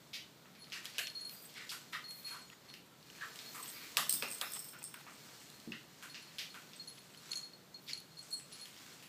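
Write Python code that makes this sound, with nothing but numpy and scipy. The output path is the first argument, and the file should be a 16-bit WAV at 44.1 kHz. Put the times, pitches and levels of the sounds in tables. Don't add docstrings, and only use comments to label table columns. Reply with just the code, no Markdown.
import sys
import numpy as np
from scipy import signal
from scipy.fft import rfft, irfft
from scipy.io import wavfile
from scipy.ndimage import uniform_filter1d

SR = 44100
rng = np.random.default_rng(int(sys.argv[2]) if len(sys.argv) > 2 else 0)


def pcm_store(signal):
    levels = np.round(np.clip(np.atleast_2d(signal), -1, 1) * 32767)
    wavfile.write(sys.argv[1], SR, levels.astype(np.int16).T)


def volts(x):
    e = np.asarray(x, float) / 20
    return 10 ** e


N = 400428

# start_s, peak_db, ring_hz, treble_db
TAPS = [(0.4562, -51, 1340, -21), (0.6416, -48, 4260, -17), (0.67, -50, 2170, -11),
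        (0.7208, -34.5, 2510, -11), (0.7255, -33.5, 2860, -6), (0.9822, -24, 2870, 2),
        (1.2945, -50, 4020, -5), (2.739, -38, 2830, -4), (3.358, -44, 3390, 2.5), (3.3889, -36, 3580, -7),
        (3.658, -39.5, 3100, -5), (4.0945, -30, 4200, -1), (4.2238, -24.5, 2600, -6),
        (4.4127, -24.5, 3500, -1.5), (4.942, -40, 1470, -25), (6.7334, -41, 3500, -17),
        (8.398, -45, 2560, -11), (8.6557, -40, 3020, 1)]
TAPS_FAR = [(0.551, -53.5, 2350, -10), (0.828, -53, 3420, 1), (0.8444, -47.5, 1940, 7),
            (0.855, -43.5, 3400, -5), (1.4919, -52.5, 3300, -10), (1.717, -43, 1430, 8.5),
            (3.1512, -53, 2510, -19), (3.1852, -53, 1750, -13), (3.5472, -45, 1270, 7.5),
            (4.7325, -49.5, 1410, -10), (5.066, -48.5, 1240, -27), (6.0254, -45, 1510, 4),
            (6.1441, -40, 2750, -28), (6.3838, -38.5, 3400, -40), (6.543, -45.5, 1440, -1),
            (8.5225, -49, 4000, -12), (8.765, -51.5, 3130, -30), (9.0255, -48, 2750, 3)]
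SNAPS = [(0.7506, -46, 2360, -27), (3.9698, -17, 3500, -1.5), (7.3324, -32.5, 3600, -9),
         (0.8548, -32, 3200, 1), (0.8615, -39, 3300, -8), (0.7, -47, 4000, 0), (0.9895, -26.5, 2800, -8),
         (0.9935, -29, 2900, -8), (0.9965, -31, 3000, -4), (1.0705, -32, 3200, -10),
         (1.0775, -39, 3300, -12), (1.2945, -42.5, 4200, 2), (1.1, -41, 4000, -8), (1.54, -48, 4500, 1),
         (2.1095, -44, 3500, -7), (2.7, -45, 3400, -10), (2.5, -41, 2700, -6), (6.9, -43, 5500, 0),
         (5.6, -46, 4500, 4), (7.1467, -47.5, 3140, -6), (3.027, -49, 4200, -6), (3.1, -42, 3000, -10),
         (0.9, -46, 5000, 4), (8.002, -45, 5500, 5)]
PINGS = [
    (1.071, -36, 3150, -14),
    (1.078, -32, 3300, -18),
    (2.108, -45.5, 2010, 9),
    (5.4155, -46, 2100, -9),
    (5.5008, -39.5, 3960, -1),
    (5.7198, -25, 2700, -22),
]
CRACKS = [
    (3.9698, -31.5, 3500, 9),
    (4.1066, -63, 4900, 0),
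    (4.124, -69, 5200, 11),
    (4.4128, -38, 2700, -8),
    (6.3838, -41.5, 3040, 4),
]
# start_s, peak_db, ring_hz
KNOCKS = [
    (0.9821, -37.5, 1670),
    (3.9706, -31.5, 1184),
    (4.2212, -41.5, 1420),
    (4.413, -45, 1190),
    (5.7198, -42.5, 2000),
]
# start_s, peak_db, ring_hz
BOOMS = [
    (0.982, -51, 700),
    (3.97, -49.5, 780),
    (4.224, -47.5, 543),
    (4.413, -47.5, 790),
]


def taps():
    hollow_treble_db = -35
    kinds = [  # touches, echo_db, broad_db
        (TAPS, -7.5, 1.4), (TAPS_FAR, -1.2, 4.9), (SNAPS, -27, 1), (PINGS, -11.5, -16), (CRACKS, 0.3, 7.8),
        ([(*row, hollow_treble_db) for row in KNOCKS], 2, 0.21),
        ([(*row, hollow_treble_db) for row in BOOMS], -2.3, 8.5)]
    near, far = np.zeros(N), np.zeros(N)
    t = np.arange(int(.11 * SR)) / SR
    blow = 1. * (np.arange(len(t)) == int(.0012 * SR))
    for touches, echo_db, broad_db in kinds:
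        for start_s, peak_db, ring_hz, treble_db in touches:
            slips = .2 * rng.standard_normal(len(t)) * np.exp(-t / .002)
            add(near, start_s, volts(peak_db) * touch(blow + slips, ring_hz, treble_db, broad_db))
            add(far, start_s, volts(peak_db + echo_db + 12) * touch(blow, ring_hz, treble_db, broad_db))
    return near, far


# start_s, peak_db, ring_hz, treble_db, length_ms
SKIDS = [(.131, -42, 3500, -4, 13), (0.134, -47.5, 3070, -33, 37), (0.727, -39, 2650, -11, 7),
         (0.745, -43, 1860, -20, 22), (0.942, -48, 2720, -20, 18), (1.545, -44.5, 2190, -22, 50),
         (1.6, -44, 1950, -16, 25), (1.692, -42, 4540, -0.5, 3.5), (1.924, -44, 2380, -1, 7),
         (1.929, -31.5, 1900, -23, 8.5), (1.932, -42, 2180, -22, 3.5), (2.257, -49.5, 2550, 1.5, 32),
         (2.303, -43, 1420, -11, 43), (3.74, -48, 2393, -12, 35), (3.80, -49, 2280, -15, 45),
         (3.84, -54, 2170, -11, 19)]
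DRAGS = [
    (1.93, -38.5, 1170, -27, 10),
    (2.33, -44.5, 1070, -30, 16),
    (3.209, -32, 1710, -23, 9.3),
    (3.222, -40, 1240, -30, 11),
    (3.571, -42.5, 1110, -10, 28),
]
SCRAPES = [
    (0.726, -34, 2750, -22, 12),
    (7.885, -45, 7200, -0.5, 35),
    (7.9, -38, 2900, -20, 30),
    (7.862, -47, 4200, -4, 50),
    (7.876, -37, 3500, -10, 30),
    (7.892, -33, 2200, -25, 14),
]


def skids():
    near, far = np.zeros(N), np.zeros(N)
    t = np.arange(int(.11 * SR)) / SR
    for rows, echo_db, kind_broad_db in [(SKIDS, 8.26, 0), (DRAGS, 10, -7), (SCRAPES, -3, -7)]:
        for start_s, peak_db, ring_hz, treble_db, length_ms in rows:
            slip = rng.standard_normal(len(t))
            age = t * 3000 / length_ms
            force = even(age * np.exp(-age) * slip * np.abs(slip), 340)
            broad_db = kind_broad_db + 9 * np.log2(ring_hz / 2600)
            skid = volts(peak_db) * touch(force, ring_hz, treble_db, broad_db)
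            add(near, start_s, skid)
            add(far, start_s, volts(echo_db) * skid)
    return near, far


def touch(force, ring_hz, treble_db, broad_db):
    body = band(force, ring_hz / 1.084, ring_hz * 1.11)
    crack = band(force, ring_hz / 1.62, min(ring_hz * 2.13, 5600), order=3)
    tick = band(force, 5700, 12350)
    parts = [(-10, body), (broad_db, crack), (treble_db, tick)]
    return sum(volts(db) * part / np.abs(part).max() for db, part in parts)


# start_s, peak_db, upper_db, t60_s
COLLAR = [(0.587, -68, 2, 0.61), (0.62, -58, -4, 0.1), (1.012, -55, -15, 0.1), (1.031, -49, -11, 0.12),
          (1.073, -54, -12, 0.18), (1.1492, -49.5, -15, 0.3), (1.208, -49.5, -7, 0.16),
          (1.248, -50, -10, 0.2), (2.04, -51.5, -17, 0.16), (2.0826, -54, -8, 0.43),
          (2.105, -52, -14, 0.17), (2.172, -59, -12, 0.15), (2.245, -50.5, -10, 0.3),
          (2.268, -48.5, -8, 0.12), (2.307, -53.5, -3, 0.22), (2.3675, -60, -8, 0.3),
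          (2.685, -62, -12, 0.3), (3.4, -64, -15, 0.3), (3.44, -62, -15, 0.38), (5.5378, -68.5, -4, 0.26),
          (6.096, -60, -5, 0.18), (6.2232, -58, -7, 0.078), (6.2734, -64, -17, 0.091),
          (6.5015, -56.5, -10, 0.059)]
COLLAR_TURN = [(6.7963, -48.5, -35, 0.091), (6.8737, -50, -7, 0.23), (6.8834, -60, 7, 0.13),
               (6.9864, -63, 1, 0.066), (7.1735, -55, -8, 0.04), (7.3098, -49.5, -15, 0.16),
               (7.3553, -45, -5, 0.11), (7.3733, -39.5, -8, 0.057), (7.4108, -53, -29, 0.24),
               (7.534, -51.5, -23, 0.038), (7.7432, -50, -32, 0.074), (8.1119, -67, -25, 0.1),
               (8.169, -56.5, -29, 0.11), (8.181, -53, -12, 0.11), (7.975, -50.5, -6, 0.055),
               (8.312, -54, -6, 0.1), (8.3248, -43, -7, 0.3), (8.341, -45.5, -9, 0.097),
               (8.524, -59.5, 2, 0.18), (8.5943, -59, -9, 0.11), (8.6114, -53, -3, 0.15),
               (8.9235, -58, -25, 0.035)]
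COLLAR_MUTED = [
    (7.3163, -34, -9, 0.023),
    (7.331, -29, -26, 0.01),
    (7.933, -23, -18.5, 0.011),
    (8.1915, -41, -15, 0.022),
]
# mode_hz, level_db, phase_rad
COLLAR_LOW = [(4250, -6, 2.9), (4300, 9.5, 0.54)]
# mode_hz, level_db
COLLAR_HIGH = [(10520, 0), (10810, -1), (11700, -18)]
# start_s, peak_db
PEA_TICKS = [(6.8834, -40), (7.309, -40), (7.3165, -34), (7.32, -33), (7.3565, -33), (7.36, -35),
             (7.3735, -28), (7.743, -44), (7.384, -45), (7.391, -51), (7.934, -40), (7.977, -45)]


def collar():
    out, t = np.zeros(N), np.arange(int(.5 * SR)) / SR
    strikes = np.array(sorted(list(COLLAR) + list(COLLAR_TURN) + list(COLLAR_MUTED)))
    waits_s = np.diff(strikes[:, 0], append=99)
    tick = band(1. * (t == 0), 5840, 7900)
    for (start_s, peak_db, upper_db, t60_s), wait_s in zip(strikes, waits_s):
        turn = rng.uniform(0, 2 * np.pi, 7)
        detune = 1 + 0.00046 * (turn[-1] - np.pi)
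        low = sum(volts(db) * ring(t, hz * detune, t60_s, phase) for hz, db, phase in COLLAR_LOW) / 1.13
        high = sum(volts(db + turn[-2] - np.pi) * ring(t, hz, 0.017 + t60_s * .5, phase)
                   for (hz, db), phase in zip(COLLAR_HIGH, turn))
        attack_s = 0.0018 if t60_s < .026 else 0.00054 + 0.0084 * t60_s
        damp = fade(np.maximum(t - wait_s, 0), 0.04)
        tone = (low + volts(upper_db + 6.0) * high) * (1 - np.exp(-t / attack_s)) * damp
        add(out, start_s, volts(peak_db) * (tone + volts(upper_db + 27) * tick))
    for start_s, peak_db in PEA_TICKS:
        add(out, start_s, volts(peak_db) * ring(t, 6600, .0045))
    brush = unit(band(rng.standard_normal(N), 25, 130, order=1))
    return out * volts(1.3 * brush) + chimes(brush) + pea_roll(strikes)


# start_s, peak_db, pitch_hz, t60_s
TAGS = [(1.325, -59, 4800, 0.3), (1.36, -56, 4770, 0.4), (1.399, -66, 4800, 0.25), (2.469, -60, 6850, 0.16),
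        (2.529, -54, 6800, 0.082), (3.74, -55.5, 4770, 0.43), (4.165, -41, 3570, 0.077),
        (4.52, -55, 3560, 0.24), (0.914, -56, 4600, .2), (1.195, -56, 6520, .15), (4.219, -39, 2580, .13),
        (4.745, -54, 1420, .25)]
SHELL = [
    (4.011, -49, 5360, .9),
    (4.1, -51, 5360, .9),
    (4.24, -49, 5360, .8),
    (4.13, -53, 5100, .9),
    (4.45, -54, 5100, .9),
    (4.449, -51, 5360, 1.1),
    (4.56, -53, 5360, .9),
    (4.84, -58, 5360, .8),
]


def chimes(brush):
    out, t = np.zeros(N), np.arange(int(.5 * SR)) / SR
    chatter = volts(2.5 * brush)
    for start_s, peak_db, pitch_hz, t60_s in TAGS + SHELL:
        tone = ring(t, pitch_hz, t60_s) * (1 - np.exp(-t / 0.0047))
        add(out, start_s, volts(peak_db) * tone * chatter[int(start_s * SR):][:len(t)])
    return out


def pea_roll(strikes):
    t = np.arange(int(.5 * SR)) / SR
    shaken = volts(1) * stirring()
    for start_s, peak_db, _, t60_s in strikes:
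        add(shaken, start_s, volts(peak_db) * t60_s / 0.25 * fade(t, 0.3))
    low = unit(band(rng.standard_normal(N), 4262, 4312, order=1))
    high = unit(band(rng.standard_normal(N), 10600, 10640))
    return volts(-16.5) * shaken * (low + 0.18 * high)


# start_s, peak_db, pitch_hz, t60_s
BALL = [(3.5502, -45, 8500, 0.071), (3.6006, -44.5, 8400, 0.088), (3.627, -34.5, 8200, 0.049),
        (3.679, -39, 8200, 0.12), (3.971, -29, 8560, 0.042), (4.0941, -20, 8450, 0.035),
        (4.107, -27, 8500, 0.04), (4.125, -23, 8550, 0.043), (4.1372, -24.5, 8480, 0.074),
        (4.144, -32, 8580, 0.06), (4.2332, -39, 8170, 0.068), (4.283, -40, 8600, 0.074),
        (4.3035, -37, 8500, 0.1), (4.313, -34, 8500, 0.05), (4.322, -33.5, 8400, 0.11),
        (4.332, -37, 8500, 0.05), (4.346, -38, 8500, 0.06), (4.3828, -42, 8500, 0.047),
        (4.4132, -29.5, 8500, 0.037), (4.4836, -56, 8200, 0.051), (4.5016, -45, 8800, 0.048),
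        (4.5196, -34, 8370, 0.028), (4.5345, -34.5, 8450, 0.21), (4.592, -35, 8480, 0.071),
        (4.6435, -40, 8330, 0.083), (4.7101, -55, 8400, 0.06), (4.788, -45.5, 8140, 0.055),
        (4.828, -39, 8760, 0.057), (4.8398, -35.5, 8520, 0.12), (4.876, -46, 8540, 0.06),
        (4.9395, -39, 8450, 0.024)]
BALL_FAR = [(1.2026, -56, 8140, 0.1), (1.247, -51, 8300, 0.16), (1.3379, -46, 8300, 0.088),
            (1.4216, -51, 8420, 0.078), (1.4519, -43, 8200, 0.055), (1.8157, -53, 8000, 0.1),
            (2.109, -50, 8300, 0.18), (2.2272, -59, 8200, 0.11), (2.4061, -67, 8200, 0.1),
            (2.419, -50, 8050, 0.053), (6.7619, -49, 8200, 0.074), (6.9241, -56, 8360, 0.11),
            (8.2275, -43, 8200, 0.03), (8.307, -43, 8000, 0.11), (8.34, -35, 8230, 0.05),
            (8.3669, -41, 8050, 0.23)]
# mode_hz, level_db, t60_s
BALL_MODES = [(5360, -34, 0.4), (5020, -31.5, 0.31), (15300, -17, 0.27), (12740, -14, 0.035),
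              (13500, -20, 0.015), (10500, -10, 0.023)]
BALL_SPLIT = [1.009, .988]


def ball():
    out, t = np.zeros(N), np.arange(int(.3 * SR)) / SR
    for start_s, peak_db, pitch_hz, t60_s in list(BALL) + list(BALL_FAR):
        chance = rng.standard_normal(len(BALL_MODES))
        tick = rng.standard_normal(len(t))
        swinging = 3.9 < start_s < 5.0
        split_gain = 0.23 + 0.092 * swinging
        main = 0.54 * ring(t, pitch_hz, t60_s)
        main = main + sum(split_gain * ring(t, pitch_hz * ratio, 0.46 * t60_s) for ratio in BALL_SPLIT)
        rough = 1 + 0.71 * uniform_filter1d(tick, size=30) * np.sqrt(30)
        rest = sum(volts(db + c) * ring(t, hz + 25 * c, mode_t60_s, 9 * c)
                   for (hz, db, mode_t60_s), c in zip(BALL_MODES, chance))
        cage_gain = 1.3 * volts(0.24 * (peak_db + 21))
        cage = cage_gain * band(tick * fade(t, 0.013), 4400, 22000)
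        rattle = main * rough + swinging * (rest * rough + cage)
        add(out, start_s, volts(peak_db) * rattle * (1 - np.exp(-t / 0.00074)))
    return out


# start_s, peak_db, pitch_hz, t60_s
THUD = [
    (3.99, -54.5, 168, 0.23),
    (4.228, -46.5, 260, 0.078),
    (4.138, -48, 198, 0.082),
    (5.675, -36.5, 223, 0.061),
]


def thuds():
    out, t = np.zeros(N), np.arange(int(.3 * SR)) / SR
    for start_s, peak_db, pitch_hz, t60_s in THUD:
        tone = ring(t, pitch_hz, t60_s) + 1.06 * ring(t, 1.36 * pitch_hz, 0.58 * t60_s)
        add(out, start_s, volts(peak_db) * tone * (1 - np.exp(-t / 0.0015)))
    return out


# start_s, swell_s, level_db, brightness_db
SHOVES = [(0.76, 0.035, -50, -3), (0.93, 0.071, -72, 3), (1.67, 0.12, -76, 12), (2.32, 0.1, -55, -28),
          (2.69, 0.075, -58, -15), (5.39, 0.068, -88, 23), (6.04, 0.057, -62, -4), (6.25, 0.2, -63, -17),
          (7.31, 0.096, -53, -7), (8.24, 0.076, -62, 4.5), (8.57, 0.091, -58.5, 3), (8.85, 0.21, -54, -4)]
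# start_s, swell_s, level_db
CRINKLES = [(1.32, .04, -48.5), (1.43, 0.027, -49), (2.17, 0.066, -52.5), (3.54, 0.18, -70),
            (3.68, 0.14, -51.5), (4.15, 0.088, -47), (4.5, 0.15, -53), (4.65, 0.042, -54), (7.84, .03, -62),
            (8.32, 0.033, -58), (7.31, .06, -63), (8.8, 0.28, -65)]


def rustle():
    stir = stirring()
    shuffle = volts(-10.5) * stir
    pads = stir + sum(volts(db) * swell(s, swell_s) for s, swell_s, db, _ in SHOVES)
    cloth = volts(-3.5) * stir + sum(volts(db + bright_db) * swell(s, swell_s) for s, swell_s, db, bright_db in SHOVES)
    sheet = volts(-9) * stir + sum(volts(db) * swell(s, swell_s) for s, swell_s, db in CRINKLES)
    slips_per_s = 900
    slips = (rng.random(N) < slips_per_s / SR) * volts(3.74 * np.minimum(rng.exponential(size=N), 2.1))
    slips = uniform_filter1d(slips, size=24)
    slips = np.minimum(slips / slips.mean(), 3.2) + 1
    out = np.zeros(N)
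    for gain, lo_hz, hi_hz in [(shuffle, 180, 720), (pads, 1000, 5600), (cloth, 4400, 9800), (sheet, 10800, 16500)]:
        out += gain * unit(band(slips * rng.standard_normal(N), lo_hz, hi_hz))
    return out


def swell(start_s, swell_s):
    t = np.arange(N) / SR - start_s
    return np.exp(-(t / swell_s) ** 2)


# time_s, level_db
STIR = [(0, -64), (0.55, -67.5), (0.9, -57), (1.899, -60), (2.5, -62.5), (2.8, -85), (3.1, -56.5),
        (3.4, -51), (3.85, -51), (4.5, -52.5), (4.75, -62.5), (5.3, -54.5), (5.9, -61.5), (6.5, -57),
        (7.1, -59.5), (7.6, -66.5), (8.1, -64.5), (9.08, -79)]


def stirring():
    time_s, level_db = np.transpose(STIR)
    return volts(np.interp(np.arange(N) / SR, time_s, level_db))


# freq_hz, density_db
HOUSE = [(25, -49), (65, -14), (95, -14.5), (140, -2.5), (400, -11), (700, -15.5), (1340, -17.5),
         (2600, -24), (3720, -18.5), (6000, -25)]


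def house():
    freq_hz, density_db = np.transpose(HOUSE)
    f = np.maximum(np.arange(N // 2 + 1) * SR / N, 1)
    shape = volts(np.interp(np.log(f), np.log(freq_hz), density_db)) / (1 + (f / 7000) ** 3)
    return volts(-62) * unit(irfft(rfft(rng.standard_normal(N)) * shape, N))


# band_hz, t60_s
ROOM_T60 = [(300, 0.34), (800, 0.25), (2000, 0.3), (5000, 0.29), (10000, 0.29), (15000, 0.27)]


def room(x, gap_s=0.002):
    t = np.arange(int(.6 * SR)) / SR
    tail = sum(band(rng.standard_normal(len(t)), hz / 1.495, hz * 1.71) * fade(t, t60_s) for hz, t60_s in ROOM_T60)
    tail = even(tail, 40) * np.clip(t / gap_s - 1, 0, 1)
    return signal.fftconvolve(x, tail / np.sqrt(np.sum(tail ** 2)))[:N]


def unit(x):
    return x / np.sqrt(np.mean(x ** 2))


def band(x, lo_hz, hi_hz, order=2):
    sos = signal.butter(order, [lo_hz, min(hi_hz, SR / 2.1)], "band", fs=SR, output="sos")
    return signal.sosfilt(sos, x)


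def fade(t, t60_s):
    return np.exp(-np.log(1000) * t / max(t60_s, .002))


def ring(t, hz, t60_s, phase_rad=0.):
    return np.sin(2 * np.pi * hz * t + phase_rad) * fade(t, t60_s)


def add(track, start_s, sound):
    i = int(start_s * SR)
    track[i:i + len(sound)] += sound[:N - i]


def even(x, fine_hz):
    spectrum = rfft(x)
    power = np.abs(spectrum) ** 2
    fine = uniform_filter1d(power, int(fine_hz * len(x) / SR))
    broad = uniform_filter1d(power, int(16 * fine_hz * len(x) / SR))
    return irfft(spectrum * np.sqrt(np.abs(broad / (fine + 1e-12))), len(x))


def scene():
    tap_near, tap_far = taps()
    skid_near, skid_far = skids()
    bells, cloth, drops = collar() + ball(), rustle(), thuds()
    echo = room(tap_far + skid_far + volts(-6.0) * bells + volts(-8.5) * cloth + volts(3) * drops)
    direct = tap_near + skid_near + bells + volts(-8.0) * cloth + drops
    return (direct + echo + house())[None]


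def top_cut(x):
    return signal.sosfilt(signal.butter(12, 16600, fs=SR, output="sos"), x)


# freq_hz, width_hz, depth_db
MIC_DIPS = [(9700, 1600, -6), (5200, 150, -2)]


def record(dry):
    hiss_db, low_cut_hz, top_hz = -68, 45, 15200
    f = np.arange(N // 2 + 1) * SR / N
    port_db = sum(db / (1 + (2 * (f - hz) / width_hz) ** 2) for hz, width_hz, db in MIC_DIPS)
    top_db = -40 * np.clip((f - top_hz) / 300, 0, 1)
    low_cut = f ** 2 / (f ** 2 + low_cut_hz ** 2)
    hissing = dry + volts(hiss_db) * rng.standard_normal(N)
    heard = irfft(rfft(hissing) * low_cut * volts(port_db + top_db), N)
    return top_cut(heard)


dry = scene()
out = record(dry)
pcm_store(out)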